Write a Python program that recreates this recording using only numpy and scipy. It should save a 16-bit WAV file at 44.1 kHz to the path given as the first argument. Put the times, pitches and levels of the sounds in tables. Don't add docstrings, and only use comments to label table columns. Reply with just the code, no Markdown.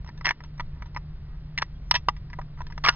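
import sys
import numpy as np
from scipy import signal
from scipy.fft import rfft, irfft
from scipy.io import wavfile
from scipy.ndimage import uniform_filter1d

SR = 44100
rng = np.random.default_rng(int(sys.argv[2]) if len(sys.argv) > 2 else 0)


def file_out(sig):
    cols = np.atleast_2d(sig).T
    lim = np.clip(cols, -1, 1)
    pcm = np.round(lim * 32767).astype(np.int16)
    wavfile.write(sys.argv[1], SR, pcm)


def attenuation_scalar(level_db):
    decades = np.asarray(level_db, float) / 20
    return 10 ** decades


N = 130095

BUCKLE_S = 0.00031
DETUNE, MODE_SPREAD_DB, PHASE_SCATTER = 0.016, 4, 0.13
EVENT_SAMPLES = 4000


def evened(x):
    return x / np.sqrt(np.mean(x ** 2) + 1e-20)


def add(mix, start_s, sound):
    part = mix[max(round(start_s * SR), 0):][:len(sound)]
    part += sound[:len(part)]


def ring(modes, t60, bent):
    hz, db = np.transpose(modes)[:, :, None]
    bend, spread, phase = rng.standard_normal((len(modes), 3, 1)).transpose(1, 0, 2)
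    t = np.arange(EVENT_SAMPLES) / SR
    level = attenuation_scalar(db + MODE_SPREAD_DB * spread)
    bent_hz = hz * (1 + DETUNE * bent * bend)
    waves = level * np.sin(2 * np.pi * (bent_hz * t + PHASE_SCATTER * phase / (2 * np.pi) * 2 * np.pi))
    onset = (1 - np.exp(-t / BUCKLE_S)) ** 2
    return waves.sum(0) / np.linalg.norm(level) * onset * attenuation_scalar(-60 * t / t60)


# pitch in Hz, level in dB.
LOW_MODES = [(680, -12), (820, -12.5), (968, 4.5), (1175, -0.5), (1300, -5.5), (1430, -14)]
MIDDLE_MODES = [(1665, -0.5), (1785, 5), (1915, -3), (1975, 5.5), (2090, -3), (2300, -2.5), (2480, -16.5)]
HIGH_MODES = [(2600, -4.5), (2800, -1), (3050, -14.5), (3270, -5), (3670, -5.5), (3980, -18), (4290, -3.5),
              (4720, -11.5), (5040, -6.5), (5560, 4), (5750, -7.5)]
# the time to fade by 60 dB in seconds,
# how far a dent bends its notes in units of DETUNE, and its extra level in dB.
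FAMILY_T60 = [0.03, 0.027, 0.03]
FAMILY_BEND = [.9, .9, 3.5]
FAMILY_DB = [1.5, 1, 0]
THUD_HZ, THUD_DB, THUD_T60 = 376, -16, 0.016
LINGER_DB, LINGER_T60 = -32, 0.11


def shell(low_db, middle_db, high_db, share=0.76):
    levels = attenuation_scalar(low_db + np.array([0, middle_db, high_db]) + FAMILY_DB)
    thud = [(THUD_HZ * ratio, 0) for ratio in (.55, .8, 1.15)]
    out = levels[0] * attenuation_scalar(THUD_DB) * ring(thud, THUD_T60, 3.1)
    shares = np.clip(share, .1, [4, 4, 2])
    families = (LOW_MODES, MIDDLE_MODES, HIGH_MODES + HIGH_MODES)
    for level, modes, t60, bent in zip(levels, families, FAMILY_T60 * shares, FAMILY_BEND):
        struck = ring(modes, t60, bent)
        tail = attenuation_scalar(LINGER_DB) * ring(modes, LINGER_T60, bent)
        out = out + level * (struck + tail)
    return out


# start in seconds,
# low notes in dB, middle and high notes in dB relative to the low, ring length as a share of normal.
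WALL_SNAPS = [(0.046, -37.5, -13, -8, 0.52), (0.063, -43.5, -7, -7.5, 1.3), (0.075, -49, 1, 3.5, 2.1),
              (0.0897, -30.5, -9.5, -6, 0.51), (0.1758, -55.5, 4, 7.5, 2.8),
              (0.2103, -32.5, -2.5, -10, 1.02), (0.2483, -31, 9, -7, 0.94), (0.2546, -26, 3, 9, 1.6),
              (0.2673, -15.5, -4, 3.5, 0.33), (0.274, -21, -8, -3.5, 0.67), (0.2807, -33, 17, 5, 0.64),
              (0.286, -34, 1, -1, 0.43), (0.2896, -27, 11.5, 10, 0.93), (0.3, -26.5, 1, -7, 0.55),
              (0.3076, -15.5, 2.5, -4, 0.77), (0.317, -36.5, 5, -10.5, 0.88),
              (0.405, -40, 2.5, -10.5, 1.12), (0.445, -50.5, 2.5, 2.5, 1.27), (0.578, -54, 4.5, 3, 3.1),
              (0.597, -22.5, -5, -14.5, 1.37), (0.605, -22, -3.5, -10, 0.67), (0.822, -33, 0, -9.5, 1.07),
              (0.858, -47.5, -3.5, -2, 2.2), (0.947, -40, -3, -3, 1.14),
              (0.9629, -23, 1, -12, 0.86), (0.97, -23, -7, -11.5, 1.01), (1.577, -29, -0.5, 13.5, 0.61),
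                (1.5851, -31, 9.5, 15, 0.58), (1.596, -32.5, 0, -3.5, 0.74), (1.609, -43, -12, -8, 1.4),
                (1.62, -27, 12.5, 8, 0.82), (1.6268, -29.5, 10.5, 11.5, 0.35),
                (1.9111, -11.5, 4, 9.5, 0.78), (1.9134, -25, -4, 0.5, 1.2), (1.946, -35, 8, 2, 0.66),
                (1.9515, -20.5, 1, 7, 2.1), (1.96, -21.5, 3.5, 4, 1.04), (2.0856, -18, -2, 1.5, 0.94),
                (2.09, -28.5, 6, -0.5, 0.91), (2.164, -50.5, 4, 2, 2.2), (2.3, -46, 1, -4, 1.6),
                (2.331, -39, 6, -2, 0.96), (2.336, -40, 4.5, -14, 1.25), (2.388, -25, -12, -22, 1.37),
                (2.414, -39.5, 0, -7, 1.15),
              (2.575, -44.5, -4.5, -12, 1), (2.606, -26, -12.5, -20, 1.18), (2.617, -28.5, -8, -8, 0.53),
            (2.667, -45.5, 4, 5, 1.2), (2.701, -45, -2, -6, 1.59), (2.707, -43, -12, -9, 1.4),
            (2.723, -46.5, 10.5, 4.5, 0.99), (2.7782, -28, -2.5, -7, 0.88), (2.8387, -28.5, 4.5, 8, 1.8),
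            (2.8497, -20.5, -0.5, 1.5, 0.63), (2.8617, -18.5, -4, 2, 0.96), (2.873, -28, 0, 0.5, 0.89),
            (2.8775, -29, 2.5, -1.5, 1.8), (2.8856, -11.5, 5.5, 7, 0.67), (2.8883, -8, 0.5, 4.5, 0.8),
            (2.8931, -18.5, -6, 2.5, 0.24), (2.898, -22, 2, -5.5, 1.3)]


def snaps():
    out = np.zeros(N)
    for start_s, *levels in WALL_SNAPS:
        add(out, start_s, shell(*levels))
    return out


def pop(hz, db, t60):
    t = np.arange(EVENT_SAMPLES) / SR
    return attenuation_scalar(db - 60 * t / t60) * np.sin(2 * np.pi * hz * t) * (1 - np.exp(-t / BUCKLE_S))


# start in seconds, pitch in Hz, level in dB, time to fade by 60 dB in seconds.
DENT_POPS = [(.2568, 1940, -10, 0.015), (.2677, 1960, -6, 0.01), (.2741, 1970, -7, 0.0053),
             (.2812, 2050, -31, .015), (.2914, 1960, -6, 0.0066), (.3079, 2140, -10.5, 0.015),
             (0.3093, 1840, -19, 0.011), (0.3177, 2020, -38.5, 0.0216), (1.577, 2066, -18.5, 0.03),
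             (1.5856, 1964, -17.5, 0.016), (1.6248, 1120, -7.5, 0.01), (1.627, 1100, -26, 0.021),
             (1.9113, 1010, -17, 0.042), (1.912, 1238, -17, 0.034), (1.9424, 1902, -19.5, 0.039),
             (1.9587, 990, -20.5, .03), (2.0851, 962, -9.5, 0.032), (2.0856, 1176, -8, 0.027),
             (2.0853, 835, -23, 0.057), (2.388, 776, -29, 0.033), (2.3885, 608, -31.5, 0.039),
             (2.8425, 1120, -14.5, 0.041), (2.8517, 1233, -11.5, 0.027), (2.861, 2280, -8.5, 0.017),
             (2.8628, 1152, -16, 0.048), (2.8682, 1224, -11.5, 0.027), (2.8851, 1437, -10, 0.058),
             (2.8858, 1650, -15, 0.048), (2.891, 2810, -5, 0.016), (2.886, 380, -26, 0.034)]


def pops():
    out = np.zeros(N)
    for start_s, *note in DENT_POPS:
        add(out, start_s, pop(*note))
    return out


SLIPS_PER_S, SLIP_SPREAD_DB = 1500, 3
CREAK_EDGE = .12


def creak(length_s, low_db, middle_db, high_db):
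    draw = rng.random((4000, 2))
    at_s = np.arange(len(draw)) / SLIPS_PER_S + draw[:, 1] / SLIPS_PER_S
    u = np.clip(at_s / length_s, 0, 1)
    swell = np.clip(np.minimum(u, 1 - u) / CREAK_EDGE, 0, 1)
    size = swell * attenuation_scalar(-SLIP_SPREAD_DB * np.log(1 - draw[:, 0]))
    sign = np.sign(np.sin(at_s * 1e6))
    samples = round(length_s * SR)
    out, spots = np.zeros(samples + 4100), 3
    for k in range(spots):
        slips = np.zeros(samples + 2)
        live = (u < 1) & (np.arange(len(u)) % spots == k)
        slips[(at_s[live] * SR).astype(int)] = size[live] * sign[live]
        add(out, 0, signal.fftconvolve(slips, shell(low_db - 7.5, middle_db, high_db)))
    return out


# start in seconds, length in seconds, low notes in dB,
# middle and high notes in dB relative to the low.
EDGE_CREAKS = [(0.074, 0.029, -53, 2, -22), (0.244, 0.0144, -31, 1, 3), (0.268, 0.054, -33, -6, -10),
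               (0.72, 0.15, -60, -6, -26), (0.431, 0.034, -56.5, -29, -1.5), (1.244, 0.13, -65, -3, -22),
               (1.611, 0.009, -49, 13.5, 0), (1.9377, .031, -28.5, 0, 3.5), (2.58, 0.02, -49.5, -8.5, -8),
               (2.841, 0.016, -31.5, 1.5, 5), (2.859, 0.023, -29, 7, 4), (2.882, 0.089, -45.5, -8, 0)]


def creaks():
    out = np.zeros(N)
    for start_s, *rest in EDGE_CREAKS:
        add(out, start_s, creak(*rest))
    return out


def chirp(length_s, start_hz, end_hz, db):
    u = np.arange(round(length_s * SR)) / (length_s * SR)
    turns = np.cumsum(start_hz + (end_hz - start_hz) * u) / SR
    return attenuation_scalar(db) * np.sin(np.pi * u) * np.sin(2 * np.pi * turns)


# start in seconds, length in seconds,
# first pitch in Hz, last pitch in Hz, level in dB.
FAR_NOTES = [
    (1.735, .05, 3300, 3300, -67),
    (2.525, .045, 4100, 3550, -70),
    (1.29, .08, 1230, 1270, -65),
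    (1.265, .1, 1920, 1900, -66),
    (1.3, .07, 1680, 1650, -68),
    (.72, .08, 1650, 1900, -67),
]


def far_notes():
    out = np.zeros(N)
    for start_s, *note in FAR_NOTES:
        add(out, start_s, chirp(*note))
    return out


# pitch in Hz, level in dB.
MOTOR_TONES = [(43.5, -47), (149.5, -47)]
# centre in Hz, width in Hz, level in dB.
MOTOR_BANDS = [(17.5, 3.5, -45), (75.3, 13, -49), (139, 27, -56.5)]
WAVER_HZ = 1.548


def hum():
    hz, t = np.fft.rfftfreq(N, 1 / SR), np.arange(N) / SR
    drift = uniform_filter1d(rng.standard_normal(N), size=6000)
    waver = evened(uniform_filter1d(drift, size=6000))
    motor_time = t + np.cumsum(waver) / SR * WAVER_HZ / 150
    out = np.zeros(N)
    for f, db in MOTOR_TONES:
        out += attenuation_scalar(db) * np.sqrt(2) * np.sin(2 * np.pi * f * motor_time)
    for f, width, db in MOTOR_BANDS:
        resonance = 1 / (1 + (2 * (hz - f) / width) ** 2)
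        out += attenuation_scalar(db) * evened(irfft(rfft(rng.standard_normal(N)) * resonance, N))
    return out


def coloured(points):
    hz = np.fft.rfftfreq(N, 1 / SR)
    f, db = np.transpose(points)
    shape = attenuation_scalar(np.interp(np.log(hz + 1), np.log(f + 1), db, left=-200, right=-200))
    return evened(irfft(rfft(rng.standard_normal(N)) * shape, N))


# frequency in Hz, level in dB per Hz.
RUMBLE_COLOUR = [(8.8, -30), (15, 0), (43, 5), (113, -4.5), (151, 0), (240, -29), (310, -65), (530, -120)]
RUMBLE_DB = -39.5


def rumble():
    return attenuation_scalar(RUMBLE_DB) * coloured(RUMBLE_COLOUR)


# centre in seconds, width in seconds, change in dB.
GUST_CHANGES = [
    (.36, .06, -13),
    (1.66, .03, -7.5),
    (1.86, .05, -2.5),
    (2.47, .06, 0),
]


def gusts():
    t = np.arange(N) / SR
    return attenuation_scalar(sum(db * np.exp(-((t - s) / width) ** 2) for s, width, db in GUST_CHANGES))


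# frequency in Hz, level in dB per Hz.
AIR_COLOUR = [(130, -0.5), (220, -4.5), (527, -17), (1530, -20.5), (1650, -23), (1790, -21), (2480, -26),
              (3290, -26.5), (5480, -28.5), (7120, -71.5), (12100, -120)]
AIR_DB = -56


def air():
    return attenuation_scalar(AIR_DB) * coloured(AIR_COLOUR)


def scene():
    background = air() + gusts() * (rumble() + hum()) + far_notes()
    can = snaps() + pops() + creaks()
    return np.tile(background + can, (2, 1))


DUCK_FROM_DB, DUCK_SHARE, RECOVER_DB_PER_S = -25.5, 0.09, 38


def gain_control(x):
    power_db = 10 * np.log10(abs(uniform_filter1d(x ** 2, size=2500)) + 1e-12)
    fall = np.arange(N) * RECOVER_DB_PER_S / SR
    held_db = np.maximum.accumulate(power_db + fall) - fall
    over_db = np.maximum(held_db - DUCK_FROM_DB, 0)
    return x / attenuation_scalar(DUCK_SHARE * uniform_filter1d(over_db, size=400))


# time in seconds, reach in Hz, level in dB.
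HIGH_CLICKS = [
    (.268, 6900, -21),
    (.293, 7100, -21),
    (1.623, 6600, -23),
    (2.0846, 11000, -44),
    (2.8467, 7000, -28),
    (2.8497, 7300, -25),
    (2.867, 7400, -24),
    (2.8699, 8400, -23),
    (2.876, 6900, -26),
]


def high_clicks(hz):
    out = 0
    for s, reach_hz, db in HIGH_CLICKS:
        click = np.exp(-2j * np.pi * hz * s - (hz / reach_hz) ** 8)
        out = out + attenuation_scalar(db) * click * (hz > EDGE_HZ)
    return out


EDGE_HZ, CEILING = 5850, .54
SPLATTER_DB = -10
LEFT_LAG, LAG_EASES_BELOW_HZ = 3.65, 220


def roll_off(x):
    return signal.sosfilt(signal.butter(12, 15700, fs=SR, output="sos"), x)


def record(dry):
    hz = np.fft.rfftfreq(2 * N, 1 / SR)
    band = rfft(gain_control(dry[0]), 2 * N) / (1 + (hz / EDGE_HZ) ** 70)
    band = band + high_clicks(hz)
    lag_s = LEFT_LAG / SR * (.42 + .58 / (1 + (LAG_EASES_BELOW_HZ / (hz + 1)) ** 6))
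    late = np.array([[1], [0]])
    pair = irfft(band * np.exp(-2j * np.pi * hz * lag_s * late))[:, :N]
    clipping = rfft(np.clip(pair, -CEILING, CEILING) - pair, 2 * N)
    clipping = clipping * np.where(hz > EDGE_HZ, attenuation_scalar(SPLATTER_DB), 1)
    return roll_off(pair + irfft(clipping)[:, :N])


dry = scene()
out = record(dry)
file_out(out)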